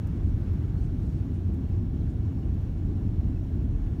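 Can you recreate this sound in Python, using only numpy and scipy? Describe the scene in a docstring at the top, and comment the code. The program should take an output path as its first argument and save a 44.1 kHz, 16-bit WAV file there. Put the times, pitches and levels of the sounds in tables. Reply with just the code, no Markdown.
"""Inside an airliner in flight, a phone held at the window. From the start, shaped noise and low shaft tones
rumble through the hull in surges, noise hisses from the air vents, and wandering sines make the fan whine and
the 400 Hz supply sing. Cloth noise close by dies away by 1.7 s; tiny clicks crackle at random throughout.
Decaying noise ticks start at 0.07 s, one about every second from 0.53 s with others between; short hisses
of treble noise come from 0.23 s, and faint blips of sagging sines from 0.61 s."""
import sys
import numpy as np
from scipy import signal
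from scipy.fft import rfft, irfft, next_fast_len
from scipy.io import wavfile
from scipy.ndimage import uniform_filter1d, map_coordinates

SR = 44100
rng = np.random.default_rng(int(sys.argv[2]) if len(sys.argv) > 2 else 0)


def log_audio(samples):
    """Write samples as a 16-bit WAV file to the path given in sys.argv[1]."""
    # one column per channel
    frames = np.atleast_2d(samples).T
    # limit to full scale, then quantise
    limited = np.clip(frames, -1, 1)
    pcm = np.round(limited * 32767).astype(np.int16)
    wavfile.write(sys.argv[1], SR, pcm)


def volts_from_decibels(level):
    """Turn decibel levels (scalar or array-like) into linear amplitude factors."""
    exponent = np.asarray(level, float) / 20
    return 10 ** exponent


N = 176400  # samples, 4 s


def unit(x):
    """Scales a signal to rms 1."""
    return x / np.sqrt(np.mean(x ** 2) + 1e-20)


def along(points, hz):
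    """Reads (Hz, value) points on a log frequency axis."""
    point_hz, value = np.transpose(points)
    return np.interp(np.log(hz + 1), np.log(point_hz + 1), value)


def wobble(rate):
    """A smooth random curve with this many knots a second."""
    knots = rng.standard_normal(int(N * rate / SR) + 4)
    return map_coordinates(knots, [np.arange(N) * rate / SR])


def filtered(x, response):
    """Multiplies the spectrum of x by a response of frequency."""
    size = next_fast_len(x.shape[-1] + 8192)
    spectrum = rfft(x, size) * response(np.fft.rfftfreq(size, 1 / SR))
    return irfft(spectrum, size)[..., :x.shape[-1]]


def rush(spectrum, patchy_db):
    """Coloured noise of rms 1 whose level varies in patches of time and frequency."""
    pad = SR // 2
    cells = signal.stft(rng.standard_normal(N + 2 * pad), nperseg=512)[2]
    patches = uniform_filter1d(rng.standard_normal(cells.shape), size=8, axis=0)
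    patches = uniform_filter1d(patches, size=10, axis=1)
    noise = signal.istft(cells * volts_from_decibels(patchy_db * unit(patches)), nperseg=512)[1]
    coloured = filtered(noise, lambda hz: volts_from_decibels(along(spectrum, hz)))
    return unit(coloured[pad:pad + N])


def tones(rows, rate, sway_db):
    """Sums sines that wander a little in pitch and level."""
    total = np.zeros(N)
    for pitch_hz, level_db, wander_hz in rows:
        level = np.sqrt(2) * volts_from_decibels(level_db + sway_db * wobble(rate))  # rms to peak
        cycles = np.cumsum(pitch_hz + wander_hz * wobble(rate)) / SR + rng.random()
        total += level * np.sin(2 * np.pi * cycles)
    return total


# colour of the noise the hull lets through: pitch_hz, relative level_db (per Hz)
HULL_COLOUR = [(13, -48.5), (24, -34), (30, -16), (36, -3.5), (50, -2.5), (75, -0.5), (100, -1), (125, -6),
               (150, -8.5), (185, -10), (200, -12), (245, -14), (280, -12.5), (295, -16), (340, -17.5),
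               (370, -24), (385, -28), (430, -26.5), (450, -37), (490, -40), (700, -45), (910, -58.5),
               (1540, -120)]
# low tones of the engine shafts: pitch_hz, level_db (rms, before the surges and throb), wander_hz
SHAFT_TONES = [(39.1, -42, 2.76), (65.54, -43.5, 2.92), (87.65, -41, 3.01), (102.6, -42.5, 3.047)]
# surges of the deep rumble: time_s, gain_db
RUMBLE_SURGES = [(0, 0.5), (.15, -1), (.26, 3), (.38, -1), (.79, 1), (1.24, -2), (1.55, 2), (1.6, -3.5),
                 (1.73, 3), (1.78, -1), (2.38, -.5), (2.43, -2.5), (2.47, 2.5), (2.53, 0.5), (2.72, 2.5),
                 (2.8, -3), (2.84, .5), (3.36, .5), (3.5, -3.5), (3.63, 4), (3.68, 1.5), (4, -1)]


def hull():
    """Engine and airstream rumble with shaft tones in it: the deep part surges, the part above throbs."""
    surge_top_hz, throb_db = 135, 1.16
    time_s, gain_db = np.transpose(RUMBLE_SURGES)
    surge_db = np.interp(np.arange(N) / SR, time_s, gain_db)
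    rumble = volts_from_decibels(-27.5) * rush(HULL_COLOUR, patchy_db=0.33) + tones(SHAFT_TONES, rate=6, sway_db=3.5)
    deep = filtered(rumble, lambda hz: 1 / (1 + (hz / surge_top_hz) ** 6))
    return volts_from_decibels(surge_db) * deep + volts_from_decibels(throb_db * wobble(7.015)) * (rumble - deep)


# colour of the cabin air noise: pitch_hz, relative level_db (per Hz)
VENT_COLOUR = [(260, -23.5), (450, -2), (570, -8), (614, -5.5), (702, -8.5), (767, -7), (917, -13),
               (1160, -14.5), (1250, -19), (1350, -16.5), (1730, -18.5), (1980, -23), (2170, -23.5),
               (2370, -26), (2550, -23.5), (2960, -25), (4280, -29.5), (4580, -30.5), (4780, -34.5),
               (4980, -35.5), (5350, -29), (5800, -33), (6600, -33.5), (7640, -37), (10300, -40),
               (11600, -40.5), (15600, -42)]


def vents():
    """The smooth hiss of cabin air: broadband noise that sways slightly in level."""
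    level_db = -56 + 0.29 * wobble(9)
    return volts_from_decibels(level_db) * rush(VENT_COLOUR, patchy_db=0.8)


# fan and turbine tones: pitch_hz, level_db (rms), wander_hz
FAN_TONES = [(2243, -79, 5), (1975, -87, 8), (2912, -89, 12), (3332, -90, 2), (15492, -103, 2)]
# overtones of the power supply: multiple of its frequency, level_db (rms)
SUPPLY_OVERTONES = [(16, -100), (18, -91), (20, -97), (22, -98), (24, -100), (26, -101), (28, -101),
                    (30, -95), (31, -104), (32, -103), (34, -105), (36, -102)]


def whines():
    """Wandering fan and turbine tones, and steadier harmonics of the power supply."""
    supply_hz, supply_wander_hz = 399.63, 0.4
    supply = [(multiple * supply_hz, level_db, supply_wander_hz) for multiple, level_db in SUPPLY_OVERTONES]
    return tones(FAN_TONES, rate=9, sway_db=1.5) + tones(supply, rate=5, sway_db=1.5)


# loudness of the cloth: time_s, level_db (rms)
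RUSTLE_LEVEL = [(0, -64), (.2, -62.5), (.3, -65), (.45, -62.5), (.68, -63.5), (.74, -68), (1.5, -70.5),
                (1.7, -90.5), (4, -87)]
# colour of the cloth noise: pitch_hz, relative level_db (per Hz)
CLOTH_COLOUR = [(400, -38), (850, 0.5), (1500, -2.5), (2200, -8.5), (3500, -15.5), (6000, -21), (9500, -27),
                (11500, -24.5), (13500, -31.5), (16000, -42.5)]


def rustle():
    """Cloth brushing near the phone: patchy friction noise, dying away."""
    time_s, level_db = np.transpose(RUSTLE_LEVEL)
    level = volts_from_decibels(np.interp(np.arange(N) / SR, time_s, level_db))
    return level * rush(CLOTH_COLOUR, patchy_db=1.5)


TICK_T60_S = 0.011  # time in which a click falls by 60 dB, in crackle and ticks


def crackle():
    """Tiny bright clicks, scattered at random: each is a fast-decaying burst of high-passed noise."""
    clicks_per_s, faintest_db, spread_db, lowest_hz = 25, -71, 1.5, 11500  # levels before the high-pass
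    draw = rng.random((400, 2))
    time_s = np.cumsum(-np.log(draw[:, 0]) / clicks_per_s)
    size = volts_from_decibels(faintest_db - spread_db * np.log(draw[:, 1]))
    inside = time_s < N / SR
    blows = np.bincount((time_s[inside] * SR).astype(int), size[inside], N)
    decay = volts_from_decibels(-60 * np.arange(SR // 100) / SR / TICK_T60_S)
    burst = np.convolve(blows, decay)[:N] * rng.standard_normal(N)
    return signal.sosfilt(signal.butter(4, lowest_hz, "high", fs=SR, output="sos"), burst)


# sharp clicks: start_s, level_db (before the common 5.5 dB trim), lowest_hz
TICK_EVENTS = [(.0720, -51.5, 2520), (.5337, -57, 10900), (.7365, -66, 12000), (1.5387, -57.5, 8000),
               (1.5460, -61, 5020), (1.5911, -67, 12000), (1.6909, -64.5, 11500), (2.5441, -60, 10500),
               (3.3665, -64, 12100), (3.3985, -63, 11600), (3.4324, -65.5, 11600), (3.5485, -63, 11500)]


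def ticks():
    """Sharp bright clicks with a brief rattle: high-passed noise under a fast decay and a short plateau."""
    tilt_db_per_octave, rattle_s, rattle_db = -3, 0.009, -9
    out, t = np.zeros(N + SR), np.arange(SR // 8) / SR
    shape = volts_from_decibels(-60 * t / TICK_T60_S) + volts_from_decibels(rattle_db) * np.exp(-(t / rattle_s) ** 4)
    for start_s, level_db, lowest_hz in TICK_EVENTS:
        high = signal.butter(3, min(lowest_hz, 15000), "high", fs=SR, output="sos")
        noise = rng.standard_normal(len(t))
        tilted = filtered(noise, lambda f: volts_from_decibels(tilt_db_per_octave * np.log2(1 + f / lowest_hz)))
        click = shape * unit(signal.sosfilt(high, tilted))
        out[round(start_s * SR):][:len(t)] += volts_from_decibels(level_db - 5.5) * click
    return out[:N]


# short hisses from close by: start_s, length_s, level_db (rms), centre_hz
HISS_EVENTS = [(.23, 0.087, -77, 6500), (0.765, .11, -73, 6200), (1, .21, -75, 6100),
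               (1.335, 0.045, -74, 7000), (2.0, 0.087, -82, 7000), (2.08, .04, -73.5, 6500),
               (2.764, .04, -76, 6000), (3.43, .04, -80, 6000), (3.34, .3, -85.5, 14500)]


def hisses():
    """Short bursts of treble noise with soft edges, a grainy level and each its own uneven colour."""
    octaves, edge_s, grain_db = 0.6, 0.01, 1.5
    bump_db, bump_spacing_hz = 2.5, 250
    out, t, grain = np.zeros(N), np.arange(N) / SR, volts_from_decibels(grain_db * wobble(120))
    for start_s, length_s, level_db, centre_hz in HISS_EVENTS:
        a, b = int((start_s - .1) * SR), int((start_s + length_s + .1) * SR)
        bumps_db = bump_db * rng.standard_normal(100)

        def colour(f):
            """A flat-topped band with random bumps."""
            band = np.exp(-(np.log2((f + 1) / centre_hz) / octaves) ** 4 / 2)
            return volts_from_decibels(np.interp(f / bump_spacing_hz, range(100), bumps_db)) * band

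        hiss = unit(filtered(rng.standard_normal(b - a), colour))
        since_s = t[a:b] - start_s
        gate = (np.tanh(since_s / edge_s) - np.tanh((since_s - length_s) / edge_s)) / 2
        out[a:b] += volts_from_decibels(level_db) * gate * hiss * grain[a:b]
    return out


# faint blips: middle_s, level_db (peak, before roughness), pitch_hz (at the middle), half_length_s
PING_EVENTS = [(.63, -65, 1981, .02), (.785, -70, 4330, .012), (.83, -73, 4250, .01),
               (1.04, -74, 4300, .01), (1.13, -71, 4500, .008), (1.197, -76, 4560, .01),
               (1.794, -68, 2604, .008), (2.014, -72, 4080, .007), (2.43, -66, 2913, .011),
               (3.333, -70, 2680, .008), (3.28, -72, 2880, .012), (3.368, -64, 2600, .01),
               (3.49, -72, 2960, .01), (3.53, -71, 3100, .008), (3.605, -72, 2560, .01),
               (3.617, -71, 2730, .01), (3.745, -69, 2590, .009), (3.424, -51, 613, .008),
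               (3.874, -63, 2608, .007)]


def pings():
    """Faint rough blips like small squeaks of trim: sines with soft ends that sag in pitch."""
    sag_hz_per_s = 5000
    out, t = np.zeros(N), np.arange(N) / SR
    rough = 1 + 0.2 * wobble(250)
    for middle_s, level_db, pitch_hz, half_length_s in PING_EVENTS:
        since_s = t - middle_s
        swell = np.exp(-(since_s / half_length_s) ** 2)
        cycles = (pitch_hz - sag_hz_per_s * since_s / 2) * since_s
        out += volts_from_decibels(level_db) * swell * np.sin(2 * np.pi * cycles)
    return rough * out


def scene():
    """Everything in the cabin adds up at one microphone."""
    steady = hull() + vents() + whines()
    close_by = rustle() + crackle() + ticks() + hisses() + pings()
    return (steady + close_by)[None]


# dips and lift of phone and window recess: pitch_hz, width_hz, gain_db
MICROPHONE_COLOUR = [(4860, 130, -1), (7840, 290, -2.5), (10450, 320, -3.5), (15800, 600, 3.5)]


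def microphone(dry):
    """The phone at the window: resonant dips and a lift in the treble, then its bass cut at 23.7 Hz."""
    def colour(f):
        """Sums the bell-shaped dips and lift."""
        return volts_from_decibels(sum(gain_db * np.exp(-((f - pitch_hz) / width_hz) ** 2 / 2)
                       for pitch_hz, width_hz, gain_db in MICROPHONE_COLOUR))

    low_cut = signal.butter(2, 23.7, "high", fs=SR, output="sos")
    return signal.sosfilt(low_cut, filtered(dry, colour))


def roll_off(x):
    """The treble ends steeply here."""
    return signal.sosfilt(signal.butter(12, 15710, fs=SR, output="sos"), x)


def record(dry):
    """Takes the cabin sound through the phone."""
    heard = microphone(dry)
    return roll_off(heard)


dry = scene()
out = record(dry)
log_audio(out)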